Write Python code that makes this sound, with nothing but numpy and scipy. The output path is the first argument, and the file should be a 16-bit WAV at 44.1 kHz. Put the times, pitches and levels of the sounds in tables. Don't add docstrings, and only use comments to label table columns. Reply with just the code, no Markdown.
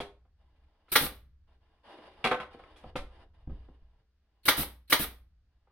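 import sys
import numpy as np
from scipy import signal
from scipy.fft import rfft, irfft, next_fast_len
from scipy.io import wavfile

SR = 44100
rng = np.random.default_rng(int(sys.argv[2]) if len(sys.argv) > 2 else 0)


def master_out(mix):
    frames = np.transpose(np.atleast_2d(mix))
    ceiling = np.clip(frames, -1, 1)
    pcm = np.round(ceiling * 32767).astype(np.int16)
    wavfile.write(sys.argv[1], SR, pcm)


N = 251811
TIME = np.arange(N) / SR
TAIL = TIME[:26460]

# (time [s], blow level [dB], valve lead [s], valve level [dB], exhaust lag [s],
# exhaust level [dB], piston return lag [s])
SHOTS = [(0.9536, 7, 0.037, -28, 0.019, -35.5, .11), (4.48, 7.5, 0.027, -32, 0.087, -33.5, 0.15),
         (4.9216, 6.5, .0235, -31.5, 0.067, -34, 0.12)]
# (time [s], first gap [s], landing level [dB], rebound level [dB])
RECOILS = [(1.011, 0.021, -4.5, -4), (4.579, 0.014, -5, -2), (4.998, .019, -1.5, -10.5)]
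# (time [s], level [dB], cutoff [Hz], scrape t60 [s])
KNOCKS = [(.002, -1.5, 626, 0.0056), (.003, -10, 4850, 0.082), (.25, -38, 890, 0.075),
          (.883, -32, 3683, .11), (1.985, -16, 505, .04), (2.543, -12, 550, .043), (2.594, -19, 980, 0.069),
          (2.636, -25, 2010, 0.042), (2.761, -27.5, 5900, .16), (2.839, -7, 500, .013),
          (2.956, -2, 1440, 0.046), (2.958, -8.5, 5100, 0.11), (3.204, -33, 700, .12),
          (3.472, -12, 320, .03), (3.495, -6, 260, .04), (3.685, -11, 240, 0.027), (5.67, -34, 905.5, 0.13)]
# (time [s], level [dB], cutoff [Hz], loss per corner [dB])
LANDINGS = [(2.2416, 3, 3330, 1), (2.312, 4.5, 1870, 3.1), (2.400, -10, 2420, 2.5)]
# (time [s], level [dB], cutoff [Hz])
THUMPS = [(.003, -12, 203), (2.86, -10.5, 98), (2.955, -6, 631), (2.989, 3.5, 40), (3.04, -4, 41),
          (3.474, 0, 124.5), (3.517, 2.5, 75), (3.689, -16.5, 97), (3.82, -12.5, 49.65)]
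# (time [s], duration [s], level [dB], level change [dB])
SLIDES = [(.04, 0.04, -48.5, -18), (.36, 0.78, -73, -9), (1.47, 0.084, -71, -0.5), (1.6, 0.29, -69, -12),
          (1.83, 0.25, -53, -3), (2.05, 0.22, -63, 7.5), (2.5, 0.21, -53.5, -12), (2.66, 0.238, -70, 14),
          (3.06, 0.18, -62, 2), (3.33, .14, -68, -5.5), (3.48, .24, -66, -3.5), (3.72, 0.3, -77, -3.5),
          (4.22, 0.26, -84, 1.5), (5.48, .22, -88, 2)]
# (time [s], duration [s], level [dB], level change [dB])
LEANS = [(0, 0.7, -70.5, 1), (1.05, 0.75, -55.5, -19), (2.0, 0.78, -70.5, 8), (2.8, 1.206, -54.5, -12.5),
         (5.0, 0.63, -59, -20)]

# (frequency [Hz], energy [dB], t60 [s])
NAILER_MODES = [(282, -18, 0.19), (370, -13.5, .06), (517, -8, .07), (609.9, -16.5, .06),
                (804, -19.5, 0.019), (883, -13, 0.049), (1042, -10.5, 0.093), (1200, -5, .08),
                (1390, -4.5, 0.058), (1686, -10.5, 0.068), (1600, -15, 0.26), (1885, -0.5, 0.057),
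                (2120, -2, .06), (2235, -6.5, 0.057), (2410, -10.5, .06), (2930, -6, 0.17),
                (3210, -7.5, 0.18), (3445, -11, 0.21), (3930, -9, 0.031), (4030, -5.5, 0.02),
                (4020, -16.5, .07), (4590, -14, 0.045)]
TRIGGER_MODES = [(2400, -5.5, .003), (4240, -1, .009), (9500, -7, .002), (12700, -5, .002)]
FRAME_MODES = [(228, -12.5, .07), (303, -8.5, 0.064), (393, -10, 0.4), (499.4, -6, 0.17), (609, -4.5, 0.1),
               (712, -5.5, 0.077), (777, -4.5, 0.075), (896, -6, .05), (1082, -4, 0.17),
               (1217, -6.5, 0.066), (1314, -2, .05), (1510, -8, 0.12), (1882, -11, 0.014), (2260, -5, .025),
               (2680, -9.5, .02), (3120, -11, .015), (3330, -4.5, .015)]
BENCH_MODES = [(42, -5, .4), (60, -3, 0.67), (92, -6.5, 0.34), (128, -6.5, 0.047), (152, -6, .12),
               (206, 3, 0.052), (309, -0.5, 0.033)]
RUB_MODES = [(330, -5, .03), (435, -0.5, 0.1), (652.4, -5, 0.011), (794, -2, .03), (1044, -15, .04),
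             (2110, -18, 0.053), (2870, -17, 0.018), (3710, -15, 0.027), (4720, -22.5, 0.026)]

# (frequency [Hz], level [dB])
CASING_CRACK = [(100, -9), (400, -2), (1000, -1), (1900, 3), (2600, -5.5), (3800, 3.5), (5200, -5.5),
                (6400, -9.5), (7500, -20), (8600, -6.5), (11000, -5), (15500, -5)]
AIR_JET = [(100, -13), (400, -8.5), (850, -11), (1400, -6.5), (2500, -7), (3800, -3), (5500, -12),
           (7200, -19), (8500, -7), (10000, -4), (13000, -0.5), (16000, -9)]
WOOD_TICK = [(150, -8.5), (700, -5), (2000, 1), (3700, 0), (5500, -8), (7200, -11.5), (9800, 1),
             (13000, -5.5), (16000, -13.5)]
WOOD_RUB = [(100, -25.5), (200, -8.5), (320, 5), (520, -5.5), (750, -13), (1000, -10.5), (1600, -11.5),
            (2500, -19.5), (3600, -17.5), (5000, -26), (7000, -45.5), (9700, -35.5), (15000, -60.5)]
BENCH_THUD = [(12, 0.5), (30, -3.5), (70, -1.5), (130, -4), (300, -9.5), (700, -18), (3000, -42.5)]
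BENCH_RUMBLE = [(15, -8), (35, -0.5), (50, -4), (68, 2.5), (90, -9), (130, -19), (200, -25), (400, -43),
                (2000, -89.5)]
ROOM_TONE = [(59, -25.5), (100, -20.5), (193, -10), (721, -18.5), (930, -21.5), (1680, -17.5),
             (2040, -22.5), (4770, -24), (7610, -38), (16000, -43)]

# (frequency [Hz], t60 [s])
SHOP_T60 = [(100, .38), (300, .33), (1000, .32), (3000, .29), (8000, .255), (15000, .245)]


def nailer(stroke_s=.0035, ring_db=1, crack_db=3.98, contact_db=-7.5, first_crack_db=-4.5):
    blows, cracks, tone = np.zeros(N), np.zeros((2, N)), colour(CASING_CRACK)
    for s, blow_db, *_ in SHOTS:
        ring = from_db(blow_db + ring_db) * ringing(NAILER_MODES, length_s=.2, detune=.0075)
        add(blows, s, from_db(contact_db) * ring)
        add(blows, s + stroke_s, ring)
        crack_gain = from_db(blow_db + crack_db)
        add(cracks, s, crack_gain * from_db(contact_db + first_crack_db) * chatter(tone, t60=.019))
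        add(cracks, s + stroke_s, crack_gain * chatter(tone, t60=.069))
    return (through(blows, shop(near_db=-3, near_t60=.017, tail_db=-8, lead_s=.00006))
            + through(cracks, shop(near_db=-9.5, near_t60=.12, tail_db=-7)))


def air_jets(jet_db=3, opening_s=.014, valve_hold_s=.012, shut_early_s=.012):
    flow, opening = np.zeros(N), 1 - fade(TAIL, opening_s)
    for s, _, valve_lead, valve_db, exhaust_lag, exhaust_db, return_lag in SHOTS:
        add(flow, s - valve_lead, from_db(valve_db) * opening * fade(TAIL - valve_hold_s, t60=.076))
        hold_s = return_lag - exhaust_lag - shut_early_s
        add(flow, s + exhaust_lag, from_db(exhaust_db) * opening * fade(TAIL - hold_s, t60=.09))
    jet = through(from_db(jet_db) * flow * hiss(), colour(AIR_JET))
    return through(jet, shop(near_db=2, near_t60=.099, tail_db=-8))


def recoil_bounces(gap_ratio=.89, loss_db=9):
    for s, gap, landing_db, rebound_db in RECOILS:
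        yield s, landing_db
        yield s + gap, rebound_db
        yield s + gap * (1 + gap_ratio), rebound_db - loss_db


def frame(ring_db=-1, damping_s=.2):
    dry, tone = np.zeros((2, N)), colour(WOOD_TICK)
    for s, db, hz, scrape_t60 in frame_contacts():
        ring = ringing(FRAME_MODES, length_s=.12, uneven_db=4.5, detune=.025)
        ring /= 1 + (scrape_t60 / damping_s) ** 2
        add(dry, s, from_db(db + ring_db) * soften(ring, hz))
        add(dry, s, from_db(db) * soften(chatter(tone, scrape_t60), hz))
    return through(dry, shop(near_db=-6, near_t60=.18, tail_db=-9, lead_s=-.000025))


def frame_contacts(recoil_db=-5.5, recoil_hz=734, return_db=-12.5, return_hz=5500, scrape_t60=.016):
    recoils = [(s, db + recoil_db, recoil_hz, scrape_t60) for s, db in recoil_bounces()]
    piston_returns = [(s + lag, return_db, return_hz, scrape_t60) for s, *_, lag in SHOTS]
    return list(KNOCKS) + list(corner_clatter()) + recoils + piston_returns


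def corner_clatter(first_gap_s=.0065, gap_growth=1.4, scrape_t60=.038):
    for s, db, hz, loss_db in LANDINGS:
        for corner in range(4):
            yield s, db - corner * loss_db, hz, scrape_t60
            s += first_gap_s * gap_growth ** corner


def bench(strike_db=-2):
    dry, boom, thud = np.zeros(N), ringing(BENCH_MODES, length_s=.94), colour(BENCH_THUD)
    for s, db, hz in bench_contacts():
        add(dry, s, from_db(db + strike_db) * soften(boom, hz))
        add(dry, s, from_db(db + strike_db) * soften(thud, hz))
    return through(dry, shop(near_db=-9.5, near_t60=.06, tail_db=-11, lead_s=.00008))


def bench_contacts(recoil_hz=330, drop_db=-25, drop_hz=450, valve_db=-22, jolt_db=-21, jolt_hz=395):
    contacts = list(THUMPS) + [(s, db, recoil_hz) for s, db in recoil_bounces()]
    contacts += [(s, db + drop_db, drop_hz) for s, db, *_ in LANDINGS]
    for s, blow_db, valve_lead, *_ in SHOTS:
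        contacts += [(s - valve_lead, valve_db, jolt_hz), (s, blow_db + jolt_db, jolt_hz)]
    return contacts


def sliding(rub_db=-1, slips_per_s=32, slip_db=3, catches_per_s=22, catch_db=22, catch_spread_db=2.5):
    effort = swells(SLIDES)
    slips = np.interp(TIME * slips_per_s, np.arange(N), rng.standard_normal(N))
    friction = hiss() * effort * from_db(rub_db + slip_db * slips)
    wood = colour(WOOD_RUB)
    add(wood, 0, ringing(RUB_MODES, length_s=.1))
    caught = rng.random(N) < catches_per_s / SR
    catches = caught * effort * from_db(catch_db + catch_spread_db * rng.standard_normal(N))
    tick = soften(chatter(colour(WOOD_TICK), t60=.077), hz=3000)
    dry = through(friction, wood) + through(catches, tick)
    return through(dry, shop(near_db=-5, near_t60=.017, tail_db=-10))


def trigger(ahead_s=.023, click_db=-34):
    dry, steel = np.zeros((2, N)), ringing(TRIGGER_MODES, length_s=.15)
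    for s, _, valve_lead, *_ in SHOTS:
        add(dry, s - valve_lead - ahead_s, from_db(click_db) * chatter(steel, t60=.14))
    return through(dry, shop(near_db=-1.5, near_t60=.05, tail_db=-8.5))


def bench_rumble(still_db=-72.5):
    return ambient(BENCH_RUMBLE) * (swells(LEANS) + from_db(still_db))


def shop(near_db, near_t60, tail_db, lead_s=0):
    size = len(TAIL)
    hz = np.fft.rfftfreq(size, 1 / SR)
    direct = np.array([np.sinc((TAIL - lag) * SR - 8) for lag in (0, lead_s)])
    near = unit(diffuse(size) * fade(TAIL, near_t60) * (1 - fade(TAIL, .002)))
    field, centres = rfft(diffuse(size)), np.array(SHOP_T60)[:, 0]
    tail = np.zeros((2, size))
    for share, (_, t60) in zip(np.eye(len(centres)), SHOP_T60):
        band = irfft(field * at_hz(np.c_[centres, share], hz), size)
        tail += band * fade(TAIL, t60)
    tail *= 1 - fade(TAIL, .04)
    return unit(direct + from_db(near_db) * near) + from_db(tail_db) * unit(tail)


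def ambient(spectrum):
    return through(hiss(), colour(spectrum))


def ringing(modes, length_s, uneven_db=0, detune=0):
    hz, db, t60 = np.transpose(modes)[:, :, None]
    strength, pitch = rng.standard_normal((2, len(modes), 1))
    t, signs = TIME[:int(length_s * SR)], (-1) ** np.arange(len(modes))[:, None]
    amplitudes = signs * from_db(db + uneven_db * strength) / np.sqrt(t60)
    partials = np.sin(2 * np.pi * hz * (1 + detune * pitch) * t)
    return unit(np.sum(amplitudes * partials * fade(t, t60), axis=0))


def chatter(tone, t60):
    t = TIME[:len(tone)]
    burst = diffuse(len(t)) * fade(t, t60) * (1 - fade(t, t60 / 2))
    return unit(through(burst, tone)[:, :len(t)])


def soften(sound, hz):
    return signal.sosfilt(signal.butter(2, min(hz, SR / 3), fs=SR, output="sos"), sound)


def swells(movements, attack_share=.09, release_t60=.056):
    level = np.zeros(N)
    for s, length, db, change_db in movements:
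        progress = np.clip((TIME - s) / length, 0, 1)
        attack = np.minimum(progress / attack_share, 1)
        level += from_db(db + change_db * progress) * attack * fade(TIME - s - length, release_t60)
    return level


def diffuse(size, spacing_m=.048, sound_m_per_s=343):
    hz = np.fft.rfftfreq(size, 1 / SR)
    coherence = .994 * np.sinc(2 * hz * spacing_m / sound_m_per_s)
    mid, side = np.exp(2j * np.pi * rng.random((2, len(hz)))) * np.sqrt(size / 2)
    return irfft(np.sqrt(1 + coherence) * mid + np.sqrt(1 - coherence) * side * [[1], [-1]], size)


def hiss():
    return diffuse(2 * next_fast_len(N // 2 + 1, True))[:, :N]


def colour(spectrum, size=8192):
    magnitude = from_db(at_hz(spectrum, np.fft.rfftfreq(size, 1 / SR)))
    cepstrum = irfft(np.log(magnitude))
    cepstrum[size // 2:] = 0
    return unit(irfft(np.exp(2 * rfft(cepstrum))))


def through(x, response):
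    return signal.fftconvolve(np.atleast_2d(x), np.atleast_2d(response), axes=-1)[:, :N]


def add(track, s, sound):
    size = track.shape[-1]
    start = int(np.clip(round(s * SR), 0, size - 1))
    track[..., start:start + sound.shape[-1]] += sound[..., :size - start]


def at_hz(points, hz):
    knots, values = np.transpose(points)
    return np.interp(np.log(hz + 1), np.log(knots), values)


def fade(t, t60):
    return np.exp(-np.log(1000) * np.clip(t / t60, 0, 10))


def unit(x):
    return x / np.sqrt(np.mean(np.sum(x ** 2, axis=-1)))


def from_db(db):
    return 10 ** (np.asarray(db) / 20)


def scene(room_tone_db=-86):
    work = nailer() + air_jets() + frame() + bench() + sliding() + bench_rumble() + trigger()
    return work + from_db(room_tone_db) * ambient(ROOM_TONE)


def record(dry, cutoff_hz=16100):
    return signal.sosfilt(signal.ellip(10, .1, 80, cutoff_hz, fs=SR, output="sos"), dry)


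dry = scene()
out = record(dry)
master_out(out)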